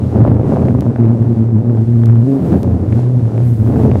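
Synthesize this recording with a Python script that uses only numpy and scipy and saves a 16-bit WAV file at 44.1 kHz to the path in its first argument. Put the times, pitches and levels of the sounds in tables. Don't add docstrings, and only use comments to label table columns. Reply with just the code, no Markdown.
import sys
import numpy as np
from scipy import signal
from scipy.fft import rfft, irfft, next_fast_len
from scipy.io import wavfile
from scipy.ndimage import map_coordinates

SR = 44100
rng = np.random.default_rng(int(sys.argv[2]) if len(sys.argv) > 2 else 0)


def bounce(signal):
    frames = np.transpose(np.atleast_2d(signal))
    limited = np.clip(frames, -1, 1)
    pcm = np.round(limited * 32767).astype(np.int16)
    wavfile.write(sys.argv[1], SR, pcm)


N = 4 * SR

# t/s, length/s, note level/dB, overtone level/dB
SURGES = [(0, 0.11, -16, -38), (0.106, 0.16, -11.5, -16.5), (0.182, 0.24, -11, -20),
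          (0.479, .35, -17, -19.5), (0.854, 0.069, -8.5, -13.5), (0.974, 0.17, -8.5, -12),
          (1.103, 0.1, -13.5, -15.5), (1.184, 0.069, -8, -13), (1.251, 0.042, -4.5, -19),
          (1.278, 0.078, -7.5, -11), (1.353, .11, -10.5, -13), (1.428, 0.11, -12, -21.5),
          (1.509, 0.12, -9, -13.5), (1.633, 0.23, -10, -16.5), (1.853, 0.42, -8.5, -16),
          (2.043, 0.21, -6, -15), (2.229, 0.18, -17.5, -13.5), (2.585, 0.185, -17.5, -19.5),
          (2.861, 0.36, -11.5, -21.5), (3.2, 0.099, -9.5, -25.5), (3.323, 0.25, -9, -22),
          (3.568, 0.17, -9.5, -21), (3.797, 0.19, -12.5, -22)]
# t/s, f/Hz
PITCH = [(0, 113.3), (.09, 121.7), (.2, 117), (.53, 112.1), (.62, 121.6), (.73, 116.1), (.8, 131),
         (.9, 111.5), (.97, 118.1), (1.07, 111.9), (1.15, 118.3), (1.22, 112.9), (1.32, 118.3),
         (1.44, 112.7), (1.5, 118.7), (1.57, 106.6), (1.65, 117), (1.83, 112.8), (1.9, 117.8), (2.0, 115),
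         (2.22, 116.5), (2.25, 130.3), (2.3, 137.9), (2.38, 133.6), (2.52, 113.5), (2.75, 118),
         (2.9, 111.6), (3.02, 122), (3.15, 125.5), (3.23, 114.6), (3.33, 112.9), (3.41, 123.8), (3.52, 116),
         (3.6, 107), (3.68, 116.5), (4, 122.5)]
OVERTONES = [-0.5, -11, -21.5, -29.5]
# t/s, length/s, first f/Hz, last f/Hz, level/dB
CROAKS = [(0.568, .15, 129.3, 200.1, -16.5), (2.397, 0.18, 174, 169.3, -16.5),
          (2.499, 0.078, 160, 195.3, -9.5), (2.597, 0.13, 201.6, 164.5, -19),
          (3.74, .2, 223.3, 205.4, -15.5)]
# t/s, level/dB
HAND_FORCE = [(0, -30), (0.09, -30), (0.17, -22), (0.28, -24), (0.39, -26.5), (0.46, -23), (0.6, -23),
              (0.7, -25), (0.74, -31.5), (0.87, -27.5), (0.95, -29.5), (1.05, -28), (1.3, -30.5),
              (1.55, -33), (1.76, -30), (1.86, -35.5), (2.29, -33), (2.39, -27.5), (2.48, -27.5),
              (2.54, -21), (2.6, -30.5), (2.68, -29.5), (2.86, -31.5), (3.0, -30.5), (3.14, -33.5),
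              (3.38, -29.5), (3.56, -38.5), (3.7, -24.5), (3.8, -21.5), (4.0, -32)]
# f/Hz, level/dB
CHURN_COLOUR = [(25, -16), (50, -21), (75, -17), (130, 4), (175, 0), (225, 0.5), (300, -1.5), (450, -7),
                (700, -15), (1000, -24.5), (2000, -42.5), (4000, -59), (12000, -75.5)]
# t/s, level/dB
BED_LEVEL = [(0, -13), (0.12, -27), (0.22, -15.5), (0.35, -15), (0.46, -24.5), (0.62, -19), (0.8, -14.5),
             (0.92, -35), (1.5, -35), (2.1, -32), (2.32, -40), (2.45, -20), (2.7, -16), (2.93, -17),
             (3.08, -36.5), (3.5, -28), (3.78, -16), (4.0, -13)]
# f/Hz, level/dB
BED_COLOUR = [(20, -33.5), (52, -24), (66, -6), (77, -8), (88, 1), (110, -9.5), (200, -47), (600, -77)]
RATTLE_COLOUR = [(60, -26), (130, -9), (200, 5), (260, -1), (420, -12.5), (800, -33), (3000, -68)]
# t/s, thud level/dB, crack level/dB, crack f/Hz
BUFFETS = [(0.158, -9.5, -31, 1200), (0.251, -2.5, -27.5, 1000), (0.265, -7.5, -17.5, 1200),
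           (0.277, -4.5, -13, 1500), (0.317, -10.5, -21.5, 2800), (0.522, -6, -20, 1300),
           (0.561, -7.5, -12, 1300), (0.57, -5, -20.5, 1800), (0.685, -8, -12.5, 2000),
           (0.749, -9.5, -24, 1200), (0.787, -14, -18, 1200), (0.822, -10, -15, 1400),
           (0.865, -11.5, -27, 1300), (0.961, -14.5, -11.5, 1480), (2.646, -13, -25, 1500),
           (2.926, -30, -14.5, 2200), (2.992, -13.5, -28, 1200), (3.379, -12.5, -18, 2300),
           (3.915, -9, -13, 2400), (3.956, -6, -14.5, 1800)]
# f/Hz, level/dB
THUD_COLOUR = [(50, -14.5), (250, -1), (600, 6.5), (900, -2.5), (1400, -13.5), (2500, -51), (8000, -80)]
CRACK_COLOUR = [(200, -6.5), (1000, 3), (3000, -7), (6000, -10), (14000, -26.5)]
# t/s, length/s, added level/dB
FLURRIES = [(0.232, .14, 6), (0.989, 0.11, 6), (2.004, .2, 8)]
# f/Hz, level/dB
CRACKLE_COLOUR = [(300, -12), (900, 4.5), (1700, -1.5), (3000, -16), (7000, -32.5)]
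# t/s, level/dB
HISS_LEVEL = [(0, -58), (.12, -55), (.36, -61.5), (.59, -54), (.8, -59.5), (1.1, -61), (1.22, -57.5),
              (1.5, -63.5), (1.9, -57.5), (2.2, -58), (2.48, -54.5), (2.75, -59), (2.95, -54), (3.12, -57),
              (3.45, -56), (4, -54)]
# t/s, length/s, level/dB
SPRAYS = [(2.277, .385, -57), (3.411, .11, -52.5), (3.457, 0.43, -55.5)]
# f/Hz, level/dB
HISS_COLOUR = [(200, -8), (1500, 11), (2500, 5), (4500, 1), (7000, -2), (10000, -4), (11500, -10.5),
               (15500, -11.5)]
SPRAY_COLOUR = [(4000, -16), (9000, 0.5), (11500, -2.5), (14000, 0), (16000, -2)]
# t/s, peak level/dB
TICKS = [(0.8081, -16), (2.0586, -17.5), (2.6319, -16)]
# f/Hz, level/dB
TICK_COLOUR = [(100, -9.5), (1500, 1.5), (4000, 3.5), (9000, -3), (15500, -6.5)]

PITCH_JITTER, SHIMMER_DB, NOTE_FLOOR_DB = 0.02585, 1.33, -24
CHURN_GAIN_DB, SLIPS_PER_S, SLIP_SHARE = 10, 240, 0.48
CRACKLE_CHANCES_PER_S, CRACKLE_GAIN_DB = 720, -27.5
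CRACK_RING_S = 0.0031
HISS_GAIN_DB, RASP_DB = 5.5, 2
CLIP_HARDNESS, TOP_HZ = 10, 15700


def drone(phase, roughness):
    shapes = np.array([swell(start, length) for start, length, *_ in SURGES])
    note, upper = (np.max(shapes * amp(db)[:, None], axis=0) for db in np.transpose(SURGES)[2:])
    note = np.maximum(note, amp(NOTE_FLOOR_DB))
    overtones = sum(amp(db + 1.6 * wobble(18)) * np.cos(k * phase + 0.56 * roughness * wobble(45))
                    for k, db in enumerate(OVERTONES, 2))
    shimmer = amp(SHIMMER_DB * roughness * wobble(90) + 0.9 * wobble(24))
    return np.sqrt(2) * (note * np.cos(phase) + upper * overtones) * shimmer


def croaks():
    out = np.zeros(N)
    for start, length, first_hz, last_hz, db in CROAKS:
        hz = curve([(start, first_hz), (start + length, last_hz)]) * (1 + 0.036 * wobble(90))
        phase = 2 * np.pi * np.cumsum(hz) / SR
        tone = sum(amp(-7.5 * k) * np.cos((k + 1) * phase) for k in range(4))
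        out += amp(db) * swell(start, length) * unit(tone)
    return out


def churn(phase):
    chance, size, rub = rng.random(N), rng.standard_normal(N), rng.standard_normal(N)
    slips = (chance < SLIPS_PER_S / SR) * amp(2 * np.clip(size, -2, 2))
    rubbing = unit(rub * (1 + 0.59 * np.cos(phase)))
    force = np.sqrt(SLIP_SHARE) * unit(slips - slips.mean()) + np.sqrt(1 - SLIP_SHARE) * rubbing
    return amp(curve(HAND_FORCE) + CHURN_GAIN_DB) * unit(coloured(force, CHURN_COLOUR))


def sand_bed():
    limited = np.tanh(2 * noise(BED_COLOUR))
    swing = unit(coloured(limited, BED_COLOUR))
    rattle = unit(coloured(rng.standard_normal(N) * amp(6.3 * swing), RATTLE_COLOUR))
    return amp(curve(BED_LEVEL)) * (swing + amp(-3) * rattle)


def buffets():
    t = np.arange(SR // 50) / SR
    cracks = np.zeros(N + len(t))
    for start, _, db, hz in BUFFETS:
        ring = amp(db - 60 * t / CRACK_RING_S) * np.sin(2 * np.pi * hz * t)
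        cracks[round(start * SR):][:len(t)] += ring
    thuds = clicks([row[:2] for row in BUFFETS], THUD_COLOUR)
    return thuds + coloured(cracks[:N], CRACK_COLOUR)


def crackle(swing, force_db):
    chance, size = rng.random(N), rng.standard_normal(N)
    sign = np.sign(rng.standard_normal(N))
    strength = amp(2.5 * np.clip(size, -2, 1)) * np.clip(swing, 0, 0.8) ** 2
    cracks = (chance < CRACKLE_CHANCES_PER_S / SR) * sign * strength
    flurry_db = sum(db * swell(start, length) for start, length, db in FLURRIES)
    gain = amp(CRACKLE_GAIN_DB + 0.55 * force_db + flurry_db)
    pulse_peak = np.abs(coloured(signal.unit_impulse(N), CRACKLE_COLOUR)).max()
    return gain * coloured(cracks, CRACKLE_COLOUR) / pulse_peak


def loose_grains(swing):
    hiss_db = curve(HISS_LEVEL) + HISS_GAIN_DB + 1.4 * wobble(12) + RASP_DB * np.clip(swing, -1, 1)
    hiss = amp(hiss_db) * noise(HISS_COLOUR)
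    bursts = sum(amp(db) * swell(start, length, ramp_s=0.06) for start, length, db in SPRAYS)
    spray = bursts * amp(1.5 * wobble(23)) * noise(SPRAY_COLOUR)
    return hiss + spray


def grain_ticks():
    return clicks(TICKS, TICK_COLOUR)


def clicks(rows, colour):
    pulse = coloured(signal.unit_impulse(N), colour)[:SR // 20]
    hits = np.zeros(N)
    for start, db in rows:
        hits[round(start * SR)] = amp(db)
    return signal.fftconvolve(hits, pulse / np.abs(pulse).max())[:N]


def amp(db):
    return 10 ** (np.asarray(db) / 20)


def unit(x):
    return x / np.sqrt(np.mean(x ** 2) + 1e-20)


def curve(rows):
    return np.interp(np.arange(N) / SR, *np.transpose(rows))


def wobble(rate):
    return map_coordinates(rng.standard_normal(int(N * rate / SR) + 4), [np.arange(N) * rate / SR])


def swell(start, length, ramp_s=0.048):
    t = np.arange(N) / SR - start
    return np.sin(np.pi / 2 * np.clip(np.minimum(t, length - t) / ramp_s, 0, 1))


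def coloured(x, colour):
    size = 2 * next_fast_len(N // 2 + 8192)
    hz, db = np.transpose(colour)
    gain = amp(np.interp(np.log(np.fft.rfftfreq(size, 1 / SR) + 1), np.log(hz), db))
    cepstrum = irfft(np.log(gain))
    cepstrum[1:size // 2] *= 2
    cepstrum[size // 2 + 1:] = 0
    return irfft(rfft(x, size) * np.exp(rfft(cepstrum)), size)[:N]


def noise(colour):
    return unit(coloured(rng.standard_normal(N), colour))


def scene():
    force_db, depth_db = (level - level.mean() for level in (curve(HAND_FORCE), curve(BED_LEVEL)))
    roughness = amp(0.3 * (force_db + depth_db))
    hz = curve(PITCH) * (1 + PITCH_JITTER * roughness * wobble(70))
    phase = 2 * np.pi * np.cumsum(hz) / SR
    swing = drone(phase, roughness) + croaks() + churn(phase) + sand_bed()
    return (swing + buffets() + crackle(swing, force_db) + loose_grains(swing) + grain_ticks())[None]


def record(dry):
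    rounded = dry / (1 + np.abs(dry) ** CLIP_HARDNESS) ** (1 / CLIP_HARDNESS)
    size = next_fast_len(N + SR // 2)
    passes = np.fft.rfftfreq(size, 1 / SR) < TOP_HZ
    return irfft(rfft(rounded, size) * passes, size)[:, :N]


dry = scene()
out = record(dry)
bounce(out)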